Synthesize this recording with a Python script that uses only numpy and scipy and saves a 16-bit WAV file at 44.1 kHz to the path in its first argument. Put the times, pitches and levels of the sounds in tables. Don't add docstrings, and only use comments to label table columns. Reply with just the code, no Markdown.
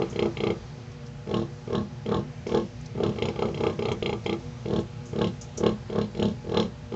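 import sys
import numpy as np
from scipy import signal
from scipy.io import wavfile

SR = 44100
rng = np.random.default_rng(int(sys.argv[2]) if len(sys.argv) > 2 else 0)


def ratio_of_db(decibels):
    return 10 ** (np.asarray(decibels, float) / 20)


def log_audio(samples):
    frames = np.atleast_2d(samples).T
    limited = np.clip(frames, -1, 1)
    pcm = np.round(limited * 32767).astype(np.int16)
    wavfile.write(sys.argv[1], SR, pcm)


N = 306495


def rms_one(x):
    return x / np.sqrt(np.mean(x ** 2) + 1e-20)


def resonance(x, hz, width_hz):
    r = np.exp(-np.pi * width_hz / SR)
    numerator = np.array([1, 0, -1]) * (1 - r * r) / 2
    return signal.lfilter(numerator, [1, -2 * r * np.cos(2 * np.pi * hz / SR), r * r], x + 1e-18)


def below_peak(away_s, swell, fade):
    slope = np.where(away_s < 0, swell, fade)
    return np.abs(slope * away_s) * (np.abs(away_s) / 0.046) ** 0.11


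# first_s, last_s, flaps (count), mouth_opening (0-1)
FLAP_TRAINS = [(-.012, 0.019, 2, 1), (0.127, 0.256, 5, 0.92), (0.37, 0.502, 5, 0.99),
               (1.272, 1.312, 3, 0.36), (1.341, 1.421, 4, 0.09), (1.677, 1.728, 3, 0.38),
               (1.751, 1.809, 3, 0.02), (2.061, 2.118, 3, 0.32), (2.143, 2.191, 3, 0.1),
               (2.467, 2.624, 7, 0.34), (2.953, 3.003, 3, 0.88), (3.034, 3.121, 4, 0.35),
               (3.159, 3.185, 2, 0.9), (3.222, 3.285, 3, 0.75), (3.359, 3.485, 5, 0.91),
               (3.544, 3.728, 7, 0.77), (3.791, 3.916, 5, 0.96), (4.025, 4.128, 4, 1),
               (4.261, 4.327, 3, 0.94), (4.658, 4.706, 3, 0.16), (4.734, 4.788, 3, 0.1),
               (5.132, 5.27, 6, 0.23), (5.58, 5.718, 6, 0.28), (5.899, 6.042, 6, 0.26),
               (6.149, 6.196, 3, 0.3), (6.225, 6.311, 4, 0.09), (6.446, 6.518, 4, 0.38),
               (6.543, 6.654, 5, 0.32), (6.922, 6.948, 2, 0.5)]
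# peak_s, push_db, swell_db_per_s, fade_db_per_s, nose_db
GRUNT_EFFORTS = [(.022, -27.5, 87, 57, -36), (0.208, -27, 165, 36, -36.5), (0.469, -26.5, 103, 63, -33.5),
                 (1.347, -21.5, 174.5, 118, -36), (1.752, -21.5, 198, 192, -32.5),
                 (2.132, -20, 178, 230, -29.5), (2.547, -20, 168.5, 224, -30.5),
                 (3.034, -22.5, 171, 132, -34.5), (3.231, -28.5, 125, 24, -38.5),
                 (3.427, -25, 133, 125, -34), (3.657, -22, 121, 198, -29.5), (3.871, -26, 76, 10, -36.5),
                 (4.07, -28.5, 73, 15, -38), (4.29, -29, 46, -5, -38), (4.738, -22.5, 127, 48, -40.5),
                 (5.218, -19, 166, 232, -31.5), (5.656, -17, 213, 325, -28), (5.977, -20.5, 180, 248, -33),
                 (6.232, -16.5, 273, 295, -33), (6.578, -18.5, 168, 255, -27), (6.948, -32.5, 200, 50, -44)]
# snap_s, level_db, swell_db_per_s, fade_db_per_s
HARDEST_SNAPS = [(.022, -35.5, 102, 99), (0.195, -32.5, 244, 122), (.43, -34, 26, 23),
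                 (1.342, -38, 201, 143), (1.754, -38.5, 246, 296.5), (2.144, -40.5, 73, 205),
                 (2.562, -37.5, 98, 253), (3.036, -37.5, 253, 144), (3.223, -33, 216, 61),
                 (3.42, -35.5, 113, 189), (3.669, -34.5, 72, 280), (3.855, -33.5, 84, 26),
                 (4.059, -30.5, 73, 77), (4.27, -31.5, 58, 80), (4.76, -41, 75, 86),
                 (5.225, -34.5, 180, 169), (5.664, -34.5, 260, 299), (6.013, -39, 89, 404),
                 (6.232, -35.5, 156, 194), (6.584, -29, 206, 293), (6.923, -49.5, 53, 48)]


def flaps():
    times, openings = [], []
    for first_s, last_s, count, train_opening in FLAP_TRAINS:
        times.extend(np.linspace(first_s, last_s, int(round(count))))
        openings.extend([train_opening] * int(round(count)))
    s, opening = np.array(times), np.array(openings)

    pause_s = 0.0372
    grunt = np.cumsum(np.diff(s, prepend=s[0]) > pause_s)
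    grunt = np.minimum(grunt, len(GRUNT_EFFORTS) - 1)
    peak_s, push_db, swell, fade, nose_db = np.array(GRUNT_EFFORTS)[grunt].T
    snap_s, snap_db, snap_swell, snap_fade = np.array(HARDEST_SNAPS)[grunt].T

    parted = 0.88
    first = (np.diff(grunt, prepend=grunt[0]) > 0) & (opening < parted)
    snap_db = snap_db + 4 * first
    opening = np.where(first, parted, opening)

    def following(lag_s, swell_share, fade_share, open_share):
        own_swell = swell * (swell_share + open_share * opening)
        own_fade = fade * (fade_share + open_share * opening)
        return below_peak(s - peak_s - lag_s, own_swell, own_fade)

    snout_db = push_db - following(lag_s=0, swell_share=1, fade_share=1, open_share=0)
    chest_db = -25.5 + 0.6 * (push_db + 22)
    chest_db = chest_db - following(lag_s=0.013, swell_share=0.58, fade_share=0.5, open_share=0.064)
    nose_db = nose_db - following(lag_s=-0.00018, swell_share=1.55, fade_share=1.7, open_share=-0.3)

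    accent_db = (1 - opening) * (np.exp(-((s - snap_s) / 0.017) ** 2) - 1)
    snap_db = snap_db + accent_db - below_peak(s - snap_s, snap_swell, snap_fade)
    return np.clip(s, 0, N / SR - 0.01), opening, snout_db, chest_db, nose_db, snap_db


def puffs(at, size, decay_s, rough, recoil, shut_s):
    clicks = np.zeros(N)
    clicks[np.clip(at * SR, 0, N - 1).astype(int)] = size
    r = np.exp(-1 / (decay_s * SR))
    gate = signal.lfilter([1], [1, -r], clicks + 1e-18) * np.sqrt(1 - r * r)
    turbulence = rough * gate * rng.standard_normal(N)
    return clicks - recoil * np.roll(clicks, round(shut_s * SR)) + turbulence


def tract(at, size, modes, decay_s, rough, recoil, shut_s, spread_s=0):
    out = 0
    for k, (hz, width_hz, db) in enumerate(modes):
        scatter_db = 2 * rng.standard_normal(len(at))
        own = size * ratio_of_db(db + scatter_db)
        ring = resonance(puffs(at + k * spread_s, own, decay_s, rough, recoil, shut_s), hz, width_hz)
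        out = out + resonance(ring, hz, 1.92 * width_hz) * np.sqrt(SR / width_hz)
    return out


def snaps(at, size, low_hz, high_hz):
    out, t = np.zeros(N + 1000), np.arange(1000) / SR
    decay = np.exp(-(t / 0.0031) ** 2) + 0.16 * np.exp(-(t / 0.02) ** 2)
    shape = np.minimum(t / 0.0009, 1) * decay
    chance = rng.standard_normal((len(at), 2))
    for s, height, low, (shift, pace) in zip(at, size, low_hz, chance):
        glide_s = 0.0032 * np.exp(0.32 * pace)
        hz = high_hz - (high_hz - low) * np.exp(-t / glide_s)
        phase = 2 * np.pi * np.cumsum(hz * (1 + 0.037 * shift)) / SR
        i = int(s * SR)
        out[i:i + 1000] += height * shape * np.sin(phase)
    return out[:N]


# pitch_hz, width_hz, level_db
CHEST_MODES = [(113, 72.7, 3.5), (163.1, 30, 3.5), (204.4, 28.7, 3)]
SHUT_SNOUT_MODES = [(342.4, 44, -6), (403, 105, -1), (392, 296, -3.5), (600, 79, -22)]
OPEN_SNOUT_MODES = [(343, 20, -3), (412.5, 108.5, 7), (583, 56, -10)]
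SHUT_NOSE_MODES = [(856.5, 76, -3.5), (1082, 71, 3), (1199, 67, -10.5), (1610, 130, -5)]
OPEN_NOSE_MODES = [(768, 164, 4), (940, 110, -11.5), (1183, 56, -1), (1293, 45, -9)]
SHUT_MOUTH_MODES = [(2780, 100, -9), (3270, 1100, 2), (4080, 160, -4.5), (5370, 640, -7.5),
                    (6840, 530, -10.5)]
OPEN_MOUTH_MODES = [(2176, 240, 2), (2700, 190, -5.5), (3217, 190, -1.5), (4115, 160, -7),
                    (4950, 360, -12.5), (6840, 150, -16)]


def sow():
    at, opening, snout_db, chest_db, nose_db, snap_db = flaps()
    shut, wide = np.sqrt(1 - opening), np.sqrt(opening)
    early = at - 0.0042
    parting = at - 0.0006

    low = tract(at - 0.003, ratio_of_db(chest_db + 18), CHEST_MODES, 0.024, rough=0.3, recoil=0.14, shut_s=0.0081)
    low += tract(early, ratio_of_db(snout_db + 12.5) * shut, SHUT_SNOUT_MODES, 0.036,
                 rough=0.22, recoil=-0.93, shut_s=0.0081)
    low += tract(parting, ratio_of_db(snout_db + 20) * wide, OPEN_SNOUT_MODES, 0.029,
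                 rough=0.2, recoil=-0.15, shut_s=0.0058)
    low += tract(early, ratio_of_db(nose_db + 16) * shut, SHUT_NOSE_MODES, 0.021,
                 rough=1.2, recoil=-0.31, shut_s=0.003406)
    low += tract(parting, ratio_of_db(nose_db + 17) * wide, OPEN_NOSE_MODES, 0.015,
                 rough=1.2, recoil=0.052, shut_s=0.005)

    snap = ratio_of_db(snap_db) * (at > 0)
    mouth = tract(at, ratio_of_db(16) * snap * shut, SHUT_MOUTH_MODES, 0.028,
                  rough=0.55, recoil=0.37, shut_s=0.0031, spread_s=0.00069)
    mouth += tract(at, ratio_of_db(16) * snap * wide, OPEN_MOUTH_MODES, 0.014,
                   rough=0.55, recoil=0.38, shut_s=0.0037, spread_s=0.0005)
    wet = ratio_of_db(14 - 13.8 * opening + 0.65 * (snap_db + 37))
    mouth += snaps(at, snap * wet, low_hz=2680 - 700 * opening, high_hz=4060)

    low = signal.sosfilt(signal.butter(3, 1920, fs=SR, output="sos"), low)
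    return low + signal.sosfilt(signal.butter(4, 1900, "high", fs=SR, output="sos"), mouth)


# start_s, peak_db, centre_hz, t60_s
SMACKS_AND_STRAW = [(0.0543, -48, 4110, 0.038), (0.0955, -42.5, 6600, 0.22), (0.914, -48, 5350, 0.079),
                    (1.0594, -46.5, 4990, 0.13), (2.4658, -45, 5080, 0.46), (2.808, -34.5, 7020, 0.027),
                    (2.8575, -31.5, 5250, 0.035), (3.9164, -31.5, 6840, 0.051), (4.2408, -44, 4002, 0.071),
                    (4.3944, -51, 5720, 0.089), (4.798, -41.5, 6620, 0.065), (5.0529, -45, 6720, 0.28),
                    (5.4097, -33, 6360, 0.13), (5.5721, -27, 6230, 0.1), (6.1495, -60, 4980, 0.098)]


def piglets():
    out, t = np.zeros(N), np.arange(8000) / SR
    for s, db, hz, t60 in SMACKS_AND_STRAW:
        noise = rng.standard_normal(8000)
        colour = rms_one(resonance(resonance(noise, hz, 1900), hz, 3500))
        decay = ratio_of_db(db - 4 - 60 * t / max(t60, 0.01))
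        i = int(s * SR)
        out[i:i + 8000] += colour * decay * np.minimum(t / 0.0048, 1)
    return out


# delay_ms, gain (ratio)
FLOOR_AND_WALLS = [(2.25, 0.14), (4.6, 0.35), (8.1, 0.27), (9.2, 0.25), (11., 0.14), (17.1, 0.066)]


def shed(x, t60, wall_hz, tail_db):
    t = np.arange(SR // 2) / SR
    tail = rng.standard_normal(len(t)) * ratio_of_db(-60 * t / t60) * (t > 0.012)
    tail *= ratio_of_db(tail_db) / np.sqrt(np.sum(tail ** 2))
    for ms, gain in FLOOR_AND_WALLS:
        tail[round(ms * SR / 1000)] += gain
    dulled = signal.lfilter(*signal.butter(1, wall_hz, fs=SR), tail)
    return signal.fftconvolve(x, dulled)[:N]


def drift(rate_hz):
    r = np.exp(-80 * np.pi * rate_hz / SR)
    slow = signal.lfilter([1], [1, -2 * r, r * r], rng.standard_normal(N // 40 + 2002))[2000:]
    return np.interp(np.arange(N) / 40, np.arange(len(slow)), rms_one(slow))


# pitch_hz, level_db (rms)
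FAN_HARMONICS = [(59.2, -52.5), (118.4, -48), (145.3, -47.5), (242.2, -52), (360.7, -59.5), (479.1, -57),
                 (592.2, -64), (839.8, -64.5)]


def fan():
    t, out = np.arange(N) / SR, 0
    for hz, db in FAN_HARMONICS:
        level = np.sqrt(2) * ratio_of_db(db + 3.4 * drift(5.9))
        out = out + level * np.sin(2 * np.pi * hz * t + 1.33 * drift(3.86))
    return out


# pitch_hz, level_db (per Hz)
AIR_COLOUR = [(15, -55), (25, -23.5), (41, -17.5), (123, 3.5), (190, -12.5), (247, -1), (293, -49),
              (347, -24.5), (401, -29.5), (475, -11.5), (536, -19), (827, -21), (889, -22.5), (6750, -34.5),
              (7990, -36), (10400, -80), (17600, -120)]
# start_s, level_db
DRAUGHT = [
    (0.0, -49),
    (0.5, -50),
    (1.0, -53),
    (2.9, -52.5),
    (3.3, -49.5),
    (4.599, -51.5),
    (6.95, -53),
]


def air():
    out, edges = 0, 25 * 2 ** np.arange(0, 8.5, 1 / 3)
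    hz, db = np.transpose(AIR_COLOUR)
    white = rng.standard_normal((2, N))
    for k, (low, high) in enumerate(zip(edges, edges[1:])):
        band = signal.sosfilt(signal.butter(2, [low, high], "band", fs=SR, output="sos"), white[k % 2])
        band_db = np.interp(np.log(low * high) / 2, np.log(hz), db)
        out = out + band * ratio_of_db(band_db + 1.2 * drift(1.6))
    s, level_db = np.transpose(DRAUGHT)
    return rms_one(out) * ratio_of_db(np.interp(np.arange(N) / SR, s, level_db) + 10)


# pitch_hz, width_hz, depth (0-1)
CANCELLED_BANDS = [(200.4, 8.3, 1), (256.4, 34, 1), (302, 30, 0.4), (531.4, 13, 0.86), (667, 8.3, 0),
                   (817, 8.3, 0), (958, 11, 0)]


def scene():
    animals = sow() + piglets()
    mix = animals + shed(animals, t60=0.16, wall_hz=1290, tail_db=-8.5) + air()
    for hz, width_hz, depth in CANCELLED_BANDS:
        mix = mix - depth * resonance(mix, hz, width_hz)
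    return (mix + fan())[None]


def top_cut(x):
    return signal.sosfilt(signal.butter(12, 8140, fs=SR, output="sos"), x)


def record(dry):
    early = np.concatenate([dry[:, 500:0:-1], dry], axis=1)
    soft = signal.sosfilt(signal.butter(8, 7300, fs=SR, output="sos"), early)
    cut = signal.sosfilt(signal.cheby2(12, 25, 8250, fs=SR, output="sos"), soft)
    return top_cut(cut[:, 500:])


dry = scene()
out = record(dry)
log_audio(out)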